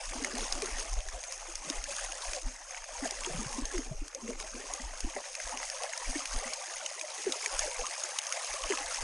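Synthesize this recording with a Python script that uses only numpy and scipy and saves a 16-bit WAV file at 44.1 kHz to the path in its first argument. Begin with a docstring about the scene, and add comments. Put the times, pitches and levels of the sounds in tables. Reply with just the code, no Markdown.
"""Water rushes, gurgles and patters around a kayak that two paddle wheels drive across a lake.
The blades churn up bubbles, drag down air pockets that gulp, and throw splashes and spray.
Bubbles and gulps are fading sine tones; spray, foam and wake are mostly shaped bursts of noise.
Drops tick on a hard case on the deck, which rings and knocks; slow, deep noise makes the gusts
of wind thud softly against the microphone."""
import sys
import numpy as np
from scipy import signal
from scipy.fft import rfft, irfft, next_fast_len
from scipy.io import wavfile
from scipy.ndimage import uniform_filter1d, map_coordinates

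SR = 44100
rng = np.random.default_rng(int(sys.argv[2]) if len(sys.argv) > 2 else 0)


def generate_wav(sig):
    """Save sig (samples, or channels by samples) to the path in sys.argv[1] as 16-bit PCM at SR."""
    pcm = np.round(np.clip(np.atleast_2d(sig).T, -1, 1) * 32767).astype(np.int16)
    wavfile.write(sys.argv[1], SR, pcm)


N = 398307  # length in samples

# Thrown water. Each row: time in seconds, level in dB before flutter and sheets.
FLOW_LEVEL = [(0.0, -40.5), (0.7, -38), (0.98, -45), (1.58, -44), (2.16, -40.5), (2.6, -48), (3.22, -40),
              (3.64, -42.5), (3.95, -53.5), (4.07, -51.5), (4.63, -43), (5.13, -44), (6.14, -38),
              (7.04, -41.5), (7.55, -36), (7.95, -39), (9.03, -37)]
# Sheets of water falling back on the lake. Each row: start in seconds, length in seconds, lift in dB.
FALLING_SHEETS = [(0.78, 0.16, 4), (1.125, 0.044, 2), (1.635, 0.15, 2), (1.872, .18, 4.5), (2.239, 0.15, 4),
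                  (3.036, 0.043, 4.5), (3.712, 0.16, 5.5), (4.279, 0.029, 6.5), (4.394, 0.035, 4.5),
                  (5.395, 0.14, 2), (7.326, 0.041, 3.5), (7.585, 0.1, 2), (8.694, .13, 2.5),
                  (8.901, 0.088, 4)]
# Stirring under the surface. Each row: time in seconds, level in dB before the churn gains.
STIR_LEVEL = [(0, -71), (.15, -48.5), (.75, -46.5), (1.26, -89), (1.78, -42.5), (2.0, -70), (2.62, -96),
              (3.35, -45), (3.8, -55), (4.1, -64), (4.22, -43), (4.65, -52), (5.28, -89), (5.5, -59),
              (5.8, -86), (8.3, -97), (9.03, -53)]
# Wind between gusts. Each row: time in seconds, level in dB before the breeze gain and lumps.
BREEZE_LEVEL = [(0.0, -46.5), (1.03, -45), (1.26, -58), (1.42, -51), (2.2, -53.5), (2.65, -59.5),
                (3.3, -48), (3.95, -43.5), (4.1, -74), (4.25, -52.5), (4.93, -49), (5.27, -73), (5.55, -52),
                (5.88, -78), (6.34, -43), (6.56, -68), (7.17, -82), (7.67, -55), (8.15, -89), (9.03, -54)]
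# Gusts that thud on the case. Each row: peak time in seconds, level in dB before the gust gain.
WIND_GUSTS = [(.19, -40), (.56, -47), (0.729, -37), (.93, -37), (.98, -31.5), (1.08, -42), (1.151, -35.5),
              (1.79, -43), (2.288, -36.5), (2.46, -32), (3.0, -41), (3.33, -46), (3.39, -39), (3.63, -33),
              (3.77, -32.5), (3.88, -41), (3.959, -39.5), (4.009, -32), (4.55, -53), (4.85, -37),
              (5.05, -31), (5.46, -40), (6.09, -35), (6.359, -30.5), (7.55, -40), (7.61, -43), (7.801, -41),
              (8.52, -48), (8.65, -39), (8.85, -43), (9.02, -35)]
# Air pockets dragged under by a blade. Each row: start in seconds, base pitch in Hz,
# peak level in dB before a 6 dB cut, time to fade by 60 dB in seconds.
AIR_POCKETS = [(0.148, 250, -35.5, 0.1), (0.215, 258, -28.5, 0.092), (0.335, 262, -28.5, 0.096),
               (0.623, 379, -24.5, 0.086), (1.138, 707, -33, 0.1), (1.479, 350, -41.5, 0.11),
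               (1.665, 176, -42, 0.094), (1.701, 273, -26.5, 0.046), (1.878, 552, -32.5, 0.13),
               (2.338, 577, -35, 0.11), (2.453, 258, -39.5, 0.17), (3.021, 261, -25.5, 0.1),
               (3.053, 630, -22.5, 0.049), (3.271, 370, -29, 0.06), (3.295, 668, -31, 0.046),
               (3.3, 150, -37, 0.087), (3.34, 168, -29.5, 0.1), (3.372, 110, -32, 0.058),
               (3.39, 218, -28.5, 0.098), (3.458, 126, -29, 0.058), (3.58, 254, -23.5, 0.074),
               (3.618, 262, -29, 0.051), (3.733, 354, -25.5, 0.17), (3.784, 267, -26.5, 0.076),
               (3.909, 140.2, -25.5, 0.061), (3.91, 645, -35, 0.094), (4.015, 299, -33, 0.059),
               (4.148, 525, -32.5, 0.086), (4.218, 233, -32, 0.2), (4.286, 263, -29, 0.072),
               (4.3, 588, -33.5, 0.062), (4.435, 614, -36, 0.088), (4.54, 248, -35.5, 0.099),
               (4.795, 240, -38, 0.095), (5.044, 242, -25, 0.03), (5.065, 330, -34, 0.068),
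               (5.162, 757, -27.5, 0.043), (5.161, 417, -31, 0.054), (5.162, 603, -28, 0.1),
               (5.465, 652, -35, 0.075), (5.535, 259, -38, 0.094), (6.087, 264, -34.5, 0.092),
               (6.154, 294, -23.5, 0.067), (6.335, 259, -41, 0.14), (6.451, 245, -39, 0.11),
               (6.82, 600, -33.5, 0.079), (7.032, 610, -32, 0.082), (7.263, 369, -17, 0.085),
               (7.286, 263, -36, .07), (7.786, 498, -29, 0.11), (8.7, 367, -19, 0.078),
               (8.727, 288, -35, .06)]
# Drops on the case and deck. Each row: start in seconds, crack level in dB, ring level in dB,
# knock level in dB (all before the final colour and 1 dB lift), knock pitch in Hz.
BIG_DROPS = [(0.2464, -37, -36.5, -34, 2000), (0.3527, -41.5, -57.0, -54, 3220.0),
             (0.3833, -39.5, -57, -58, 2380), (0.5238, -34.5, -39, -39.5, 4010.0),
             (0.6207, -37, -46, -39, 2410.0), (0.6576, -43, -41, -55.0, 1680),
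             (0.795, -39, -57, -56.0, 2470), (1.086, -44.5, -52, -50, 1660.0),
             (1.238, -44, -51, -49, 2240.0), (1.323, -39.5, -51, -61.0, 2280.0),
             (1.5547, -38.5, -60.5, -62.0, 2820.0), (1.6995, -38, -44, -42.5, 3460),
             (1.84, -38.5, -42, -58.5, 3040.0), (2.1208, -46, -40.5, -44.5, 2720.0),
             (2.3334, -41, -42, -42, 2370), (2.7079, -52, -46.0, -52, 1930),
             (2.746, -54, -60.5, -43.5, 2200), (2.7724, -60, -51.0, -48, 2420),
             (2.8412, -55, -45, -50, 1790.0), (3.0571, -54, -39.0, -49, 1560.0),
             (3.1086, -35.5, -59.0, -45, 3900.0), (3.2472, -59, -59, -38.5, 3060.0),
             (3.5282, -45, -52, -48, 2560.0), (3.654, -41.5, -37, -53, 3000.0),
             (3.7796, -44.5, -40.5, -43, 2060.0), (4.08, -46.5, -63.5, -56, 1660),
             (4.1479, -43.5, -43.0, -66.5, 2940.0), (4.278, -59, -60, -49, 2000),
             (4.3041, -52, -48.0, -56, 1440), (4.333, -63, -58, -52, 2010), (4.4, -46.5, -60, -46, 2140),
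             (4.7367, -39, -37, -57.0, 3060.0), (5.005, -39, -58, -58, 2560.0),
             (5.1641, -58.0, -60.5, -42.5, 1930), (5.3514, -41.5, -61, -42.5, 2500),
             (5.4008, -46, -47, -41, 1910), (5.573, -42.5, -55, -43, 2860),
             (5.6293, -44, -59.0, -40.5, 1990), (5.7, -39, -58.5, -60, 2480.0),
             (5.8343, -39, -54, -46, 2500), (5.934, -57, -41.5, -40, 2000),
             (5.976, -39.5, -54.0, -53, 1730), (6.2563, -38, -44, -40, 2430), (6.5348, -39, -40, -49, 4000),
             (6.539, -42, -49, -58.0, 2780.0), (6.8614, -40, -39.5, -39, 2950),
             (7.0118, -43.5, -41.5, -40, 2470), (7.322, -36, -37, -35.5, 3840.0),
             (7.4603, -36.5, -35.5, -33.5, 2310), (7.592, -33.5, -31.5, -46, 1590.0),
             (7.8664, -42, -38.5, -47.0, 3060), (8.0364, -38.5, -34.0, -56.0, 2640.0),
             (8.1871, -31.5, -35, -37, 2960.0), (8.2673, -42.0, -38.5, -52, 3480),
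             (8.3242, -35.5, -36, -38.5, 2120), (8.5384, -40, -60, -47, 2640),
             (8.6379, -43, -55.0, -39.5, 2870), (8.7223, -53, -46, -35, 1920),
             (8.7732, -43, -51.0, -39, 2380)]
# The ring of the case: centre in Hz, width in Hz, boost in dB.
CASE_RING = (6500, 346, 8.35)

# Tone colours of the sounds. Each row: frequency in Hz, relative level in dB.
SPLASH_COLOUR = [(200, -56), (300, -44), (400, -27), (520, 0.5), (760, 0), (1400, -4.5), (2000, -2.5),
                 (2900, -11.5), (3800, -13.5), (5500, -22), (9000, -54)]
SPRAY_COLOUR = [(300, -84), (1200, -49), (2600, 0), (3800, -11.5), (5000, -1), (6000, -2.5), (7400, -6),
                (9000, -3), (10000, -5), (11000, -12.5), (12400, -54.5)]
DRIZZLE_COLOUR = [(300, -100), (1200, -24), (2500, 5), (3700, -18), (5000, 1), (6200, 3.5), (7400, -3),
                  (9000, -3), (10000, -5.5), (11000, -8), (12400, -35.5)]
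TICK_COLOUR = [(200, -82), (450, -45), (800, -18), (1500, -14), (3000, -9.5), (4000, -8), (5300, 1),
               (7500, -7), (9800, -5), (11000, -17), (12500, -43)]
SNAP_COLOUR = [(250, -85), (700, -20), (1900, -0.5), (6000, 2.5), (10000, -3.5), (12500, -48)]
BUFFET_COLOUR = [(10, -18.5), (22, 2.5), (36, 4.5), (55, -7.5), (70, -24), (90, -17), (160, -69)]
WAKE_COLOUR = [(200, -34), (380, -21), (520, -8), (800, -9), (1400, -11.5), (2200, -15.5), (3400, -17),
               (5200, -17.5), (6600, -18), (7600, -14), (10000, -15.5), (11000, -32), (12200, -52)]
# Balance of the two sides. Each row: frequency in Hz, left over right in dB.
LEFT_LEAN = [(80, 0.5), (160, 2.1), (380, 0.5), (700, 2), (1400, 1.5), (2200, 0), (3600, 1), (6500, -0.24),
             (10000, 3.5), (12000, 1)]

TOP_HZ = 12600  # nothing is kept from here up
FLUTTER_DB, FLUTTER_PER_S = 0.93, 14  # the blades shed their water unevenly
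SHEET_RISE_S, SHEET_FALL_S = 0.0019, 0.0018
SPLASH_DB, SPLASH_FOLLOW = -5.13, 0.94  # level over the mean flow; dB of splash per dB of flow
SPRAY_SHIFT_DB = -1.5  # from the flow to the level that drives the spray
HEAVY_SPRAY_DB, HEAVY_WIDTH_DB = -47.5, 4.5  # around this driving level drizzle turns to full spray
GURGLE_DB = -23.5  # over the flow
STIR_DB, STIR_SWING_DB, STIR_PER_S = 3.5, 7, 16  # gain; depth and rate of the lumps
BREAKUP_DB, BREAKUP_RISE_S, BREAKUP_FALL_S = -21.5, 0.0098, 0.0097  # pockets break into deep bubbles
GUST_STIR_DB = -18.5  # the water is rougher in a gust
GUST_HOLD_S, GUST_RISE_S, GUST_FALL_S = 0.018, 0.0092, 0.012  # one shape for all gusts
GUST_DB, BREEZE_DB = 2.5, 1.5  # gains
BREEZE_SWING_DB, BREEZE_PER_S = 7, 17  # depth and rate of the lumps
SWELL_SHARE = 0.088  # an air pocket's swelling time as a share of its fading time


def amp(db):
    """Decibels to gain."""
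    return 10 ** (np.asarray(db) / 20)


def unit(x):
    """Scale x to an average strength (rms) of 1."""
    return x / np.sqrt(np.mean(x ** 2) + 1e-20)


def weighed(sound):
    """Scale a short sound so its energy equals 10 ms at rms 1."""
    return sound * np.sqrt(SR / 100 / np.sum(sound ** 2))


def along(points, hz):
    """Read a table of frequencies and values on a log frequency axis."""
    f, v = np.transpose(points)
    return np.interp(np.log(hz + 1), np.log(f + 1), v)


def curve(rows):
    """Join the timed levels of a table with straight lines, one value per sample."""
    s, level_db = np.transpose(rows)
    return np.interp(np.arange(N) / SR, s, level_db)


def wobble(rate):
    """Draw a smooth random curve through this many random points a second."""
    points = rng.standard_normal(int(N * rate / SR) + 4)
    return map_coordinates(points, [np.arange(N) * rate / SR])


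def swell(start, hold, rise, fall):
    """An envelope that rises to 1 at start, holds and dies away."""
    t = np.arange(N) / SR - start
    before = np.maximum(-t / rise, 0)
    after = np.maximum((t - hold) / fall, 0)
    return np.exp(-np.minimum(before + after, 30))


def filtered(x, response):
    """Multiply the spectrum of x by a response given as a function of frequency."""
    size = next_fast_len(N + SR // 2)
    return irfft(rfft(x, size) * response(np.fft.rfftfreq(size, 1 / SR)), size)[..., :N]


def coloured(x, points, size=4096):
    """Give x a tone colour with a filter that never sounds ahead of its input."""
    cepstrum = irfft(np.log(amp(along(points, np.fft.rfftfreq(size, 1 / SR)))))
    # folding the log spectrum's transform forward in time gives the minimum-phase filter
    fold = np.r_[1, np.full(size // 2 - 1, 2), 1, np.zeros(size // 2 - 1)]
    impulse = irfft(np.exp(rfft(cepstrum * fold)))
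    return signal.fftconvolve(x, impulse)[:N]


def patchy(x, depth_db, hz_order, time_order):
    """Shift the colour of x at random, in patches so many bins wide and frames long."""
    z = signal.stft(x, nperseg=512)[2]
    field = rng.standard_normal(z.shape)
    for _ in range(2):
        field = uniform_filter1d(field, hz_order, axis=0)
        field = uniform_filter1d(field, time_order, axis=1)
    return signal.istft(z * amp(depth_db * unit(field)), nperseg=512)[1][:N]


def add(track, s, sound):
    """Mix a sound into the track at time s in seconds."""
    part = track[max(round(s * SR), 0):][:len(sound)]
    part += sound[:len(part)]


def case_ring(x):
    """Add the short, high ring of the case: a resonance that boosts a narrow band."""
    centre, width, db = CASE_RING

    def response(hz):
        damping = 1j * hz * width
        return 1 + (amp(db) - 1) * damping / (centre ** 2 - hz ** 2 + damping)
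    return filtered(x, response)


def bubbles(low_hz, high_hz, cycles, rise, spread_db, count, size):
    """A swarm of fading sines whose pitch climbs as each bubble nears the surface; rms 1."""
    when, pitch, life, strength = rng.random((count, 4)).T[..., None]
    hz = low_hz * (high_hz / low_hz) ** pitch
    turns = hz * np.arange(size) / SR
    age = turns / (cycles * (.5 + life))
    tone = np.sin(2 * np.pi * turns * (1 + rise * np.minimum(age, 2) / 2))
    ring = tone * (1 - np.exp(-2 * turns)) * np.exp(-np.log(30) * age)
    gain = amp(-spread_db * np.log(strength + 0.15)) * hz / low_hz
    at = (when * N).astype(int) + np.arange(size)
    return unit(np.bincount(at.ravel(), (gain * ring).ravel(), N)[:N])


def patter(per_s, spread_db, t60, cap=.01):
    """Droplets of scattered size, each a tiny noise burst; a higher cap tames the giants; rms 1."""
    chance, strength = rng.random((2, N))
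    energy = (chance < per_s / SR) * amp(-spread_db * np.log(strength + cap)) ** 2
    fading = signal.lfilter([1], [1, -amp(-60 / (t60 * SR)) ** 2], energy)
    return unit(np.sqrt(np.abs(fading)) * rng.standard_normal(N))


def flow():
    """Level of the thrown water in dB: it flutters, and lifts briefly with every falling sheet."""
    lift_db = sum(db * swell(s, length, SHEET_RISE_S, SHEET_FALL_S) for s, length, db in FALLING_SHEETS)
    return curve(FLOW_LEVEL) + lift_db + FLUTTER_DB * wobble(FLUTTER_PER_S)


def gusting():
    """Strength of the gusts: each rises quickly, peaks around its time and lets go."""
    shapes = [amp(db) * swell(s - GUST_HOLD_S / 2, GUST_HOLD_S, GUST_RISE_S, GUST_FALL_S)
              for s, db in WIND_GUSTS]
    return np.max(shapes, axis=0)


def stirring(gusts):
    """Strength of the churning: lumps from the blades, rough water in gusts, pockets breaking up."""
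    lumps_db = STIR_SWING_DB * np.minimum(wobble(STIR_PER_S), 1)
    lumps = amp(curve(STIR_LEVEL) + STIR_DB + lumps_db)
    breakup = sum(amp(db + BREAKUP_DB) * swell(s, t60 / 2, BREAKUP_RISE_S, BREAKUP_FALL_S)
                  for s, _, db, t60 in AIR_POCKETS)
    return np.sqrt(lumps ** 2 + breakup ** 2 + (amp(GUST_STIR_DB) * gusts) ** 2)


def splash(level_db):
    """Blades break the surface: gurgling and pinging bubbles and small slaps over a little foam."""
    gurgle = bubbles(450, 1200, cycles=28, rise=.12, spread_db=3.1, count=1300, size=2800)
    pings = bubbles(1100, 4200, cycles=20, rise=.1, spread_db=4.5, count=3000, size=1000)
    slaps = patter(per_s=200, spread_db=3.7, t60=.015, cap=.08)
    foam = rng.standard_normal(N) * amp(1.5 * wobble(30))
    surge = amp(2.2 * wobble(12))  # the gurgle swells and thins
    clusters = amp(2 * wobble(35))  # slaps grow louder and softer in bunches
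    water = amp(-7) * surge * gurgle + amp(-3) * pings
    water = water + amp(2) * clusters * slaps + amp(-1.5) * foam
    clumps = patchy(water, depth_db=2.5, hz_order=4, time_order=6)
    return amp(level_db) * unit(coloured(clumps, SPLASH_COLOUR))


def spray(level_db, crowding=0.074, droplets_db=-8):
    """Flung water rains back as mist, fizzing tiny bubbles and sharp droplets, thin when little flies."""
    mist = patter(per_s=1500, spread_db=3.6, t60=.028, cap=.03) * amp(wobble(30))
    fizz = bubbles(3000, 10000, cycles=45, rise=0.08, spread_db=5, count=5000, size=600)
    rain = patchy(mist + amp(-10) * fizz, depth_db=1.5, hz_order=8, time_order=5)
    heavy = .5 + .5 * np.tanh((level_db - HEAVY_SPRAY_DB) / (2 * HEAVY_WIDTH_DB))
    shower = heavy * coloured(rain, SPRAY_COLOUR) + (1 - heavy) * coloured(rain, DRIZZLE_COLOUR)
    impacts = patter(per_s=110, spread_db=3.6, t60=.011, cap=.07)
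    droplets = coloured(patchy(impacts, depth_db=2.5, hz_order=14, time_order=5), TICK_COLOUR)
    # droplets gain slightly on the shower in heavy spray
    droplet_gain = amp(droplets_db + crowding * (level_db - level_db.mean()))
    return amp(level_db - 2.5) * (unit(case_ring(shower)) + droplet_gain * unit(case_ring(droplets)))


def churn(strength):
    """Deep bubbles tumble in the wake of the submerged blades."""
    swarm = bubbles(146.8, 474.3, cycles=14.7, rise=0.046, spread_db=2.0, count=1200, size=3400)
    colour = [(90, -0.5), (160, -12.5), (260, 5.0), (360, 2.0), (480, 8.0), (900, -27.0)]
    return amp(-10) * strength * unit(coloured(swarm, colour))


def gurgles(flow_db):
    """Stray big bubbles surface at random moments, each a low fading note."""
    swarm = bubbles(270, 560, cycles=16, rise=.08, spread_db=3.5, count=110, size=8000)
    body = coloured(swarm, [(130, -55), (250, -4), (400, 0), (700, 0), (1400, -20)])
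    return amp(flow_db + GURGLE_DB) * unit(body)


def spatter(flow_db):
    """Smaller drops land at random, each a dry snap of shifting colour that rings the case."""
    snaps = patter(per_s=24, spread_db=3, t60=.012, cap=.25)
    varied = patchy(snaps, depth_db=4, hz_order=14, time_order=5)
    return amp(flow_db - 13) * unit(case_ring(coloured(varied, SNAP_COLOUR)))


def wind(gusts):
    """Eddies push on the case in slow, deep swings."""
    lumps_db = BREEZE_SWING_DB * np.minimum(wobble(BREEZE_PER_S), 1)
    breeze = amp(curve(BREEZE_LEVEL) + BREEZE_DB + lumps_db)
    level_db = 20 * np.log10(breeze + amp(GUST_DB) * gusts)
    eddies = signal.hilbert(unit(coloured(rng.standard_normal(N), BUFFET_COLOUR)))
    # dividing by the envelope keeps each gust at a fairly even strength
    swing = unit(eddies.real / np.sqrt(np.abs(eddies) ** 2 + 0.91))
    slow = coloured(swing, [(28, -0.5), (45, -15.5), (70, -20.5), (120, -18)])
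    force = 1 / (1 + amp(-32.5 - level_db))  # stronger wind sheds more of the faster eddies
    push = amp(level_db) * (force * swing + (1 - force) * slow)
    return coloured(push, [(60, 2.0), (80, -10.5), (110, -5.5), (200, -10)])


def wake(flow_db, follow=0.016):
    """Foam trailing on both sides of the hull: a faint, wide rush that hardly follows the flow."""
    foam = patchy(patter(per_s=3500, spread_db=4.5, t60=.03), depth_db=1, hz_order=6, time_order=9)
    level_db = -63 + follow * (flow_db - flow_db.mean())
    return amp(level_db) * unit(coloured(foam, WAKE_COLOUR))


def gulps(waver=0.041, slap_db=-11):
    """A blade slaps and an air pocket swells into a hollow note; harder plunges dive more in pitch."""
    dive, dive_s, sag_per_s, hard_db = .33, .007, 3.6, -21  # full dive from hard_db up
    slap_ratio, slap_t60 = 2.2, .022  # slap pitch over base pitch; fading time in seconds
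    track, t = np.zeros(N), np.arange(SR // 5) / SR
    shake = wobble(130)  # the wall of the pocket quivers
    for s, hz, db, t60 in AIR_POCKETS:
        swell_s, force = SWELL_SHARE * t60, min(1, amp(db - hard_db))
        at = (round(s * SR) + np.arange(len(t))) % N
        shape = (1 - np.exp(-(t / swell_s) ** 2)) * amp(-60 * t / t60)
        bend = force * (dive * np.exp(-t / dive_s) - sag_per_s * (t - swell_s))
        pitch = hz * np.exp(bend + waver * shake[at])
        note = shape / shape.max() * np.sin(2 * np.pi * np.cumsum(pitch) / SR)
        slap_shape = amp(slap_db - 60 * t / slap_t60) * (1 - np.exp(-hz * t))
        slap = slap_shape * np.sin(2 * np.pi * slap_ratio * hz * t)
        add(track, s, amp(db - 6) * (note + slap))
    return track


def drops():
    """A big drop spikes, cracks flat and scatters; the case rings and the spot it hits knocks dully."""
    hit_s, scatter_db, scatter_t60, ring_t60, knock_t60 = .0033, -17, .04, .018, .016
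    tear_db, tearing = 3, wobble(900)  # the drop tears into smaller ones
    cracks, tones, t = np.zeros(N), np.zeros(N), np.arange(SR // 20) / SR
    onset = 1 - np.exp(-t / .0002)
    spike = .6 * np.exp(-((t - .0007) / .0005) ** 2)
    scatter = amp(scatter_db - 60 * t / scatter_t60)
    burst = spike + onset * (np.exp(-(t / hit_s) ** 2) + scatter)
    ring_shape = (1 - np.exp(-2 * t / hit_s)) * amp(-60 * t / ring_t60)
    knock_shape = onset * amp(-60 * t / knock_t60)
    ratios, weights = np.array([.7, .88, 1.03, 1.3]), np.array([.3, .55, 1, .3])  # knock partials
    for s, crack_db, ring_db, knock_db, hz in BIG_DROPS:
        ragged = amp(tear_db * tearing[(round(s * SR) + np.arange(len(t))) % N])
        noise = np.sign(rng.standard_normal(len(t)))
        add(cracks, s, amp(crack_db) * weighed(burst * ragged * noise))
        detune, phase = rng.random((2, len(ratios)))
        ring_hz = CASE_RING[0] + CASE_RING[1] * (detune[0] - .5)
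        add(tones, s, amp(ring_db) * weighed(ring_shape * np.sin(2 * np.pi * ring_hz * t)))
        modes = hz * ratios * (1 + (detune - .5) / 10)
        note = weights @ np.sin(2 * np.pi * (modes[:, None] * t + phase[:, None]))
        add(tones, s, amp(knock_db) * weighed(knock_shape * note))
    tick = coloured(np.arange(N) == 0, TICK_COLOUR)  # a single click, to level the colour filter
    cracks = coloured(cracks, TICK_COLOUR) / np.linalg.norm(tick)
    return amp(1) * (cracks + coloured(tones, [(150, -45), (500, -14), (1100, 0)]))


def scene():
    """Near water and wind reach both sides alike; the wake and some churning differ and give width."""
    flow_db, gusts = flow(), gusting()
    stir = stirring(gusts)
    mean_db = flow_db.mean()
    splash_db = mean_db + SPLASH_DB + SPLASH_FOLLOW * (flow_db - mean_db)
    mid = splash(splash_db) + spray(flow_db + SPRAY_SHIFT_DB) + churn(stir) + gurgles(flow_db)
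    mid = mid + spatter(flow_db) + wind(gusts) + gulps() + drops()
    side = wake(flow_db) + amp(-16.5) * churn(stir)
    return np.array([mid + side, mid - side])


def record(dry):
    """Tilt the balance of left and right by frequency and cut everything from the top limit up."""
    def response(hz):
        lean_db = np.outer([.5, -.5], along(LEFT_LEAN, hz))
        return amp(lean_db) * (hz < TOP_HZ)
    return filtered(dry, response)


dry = scene()
out = record(dry)
generate_wav(out)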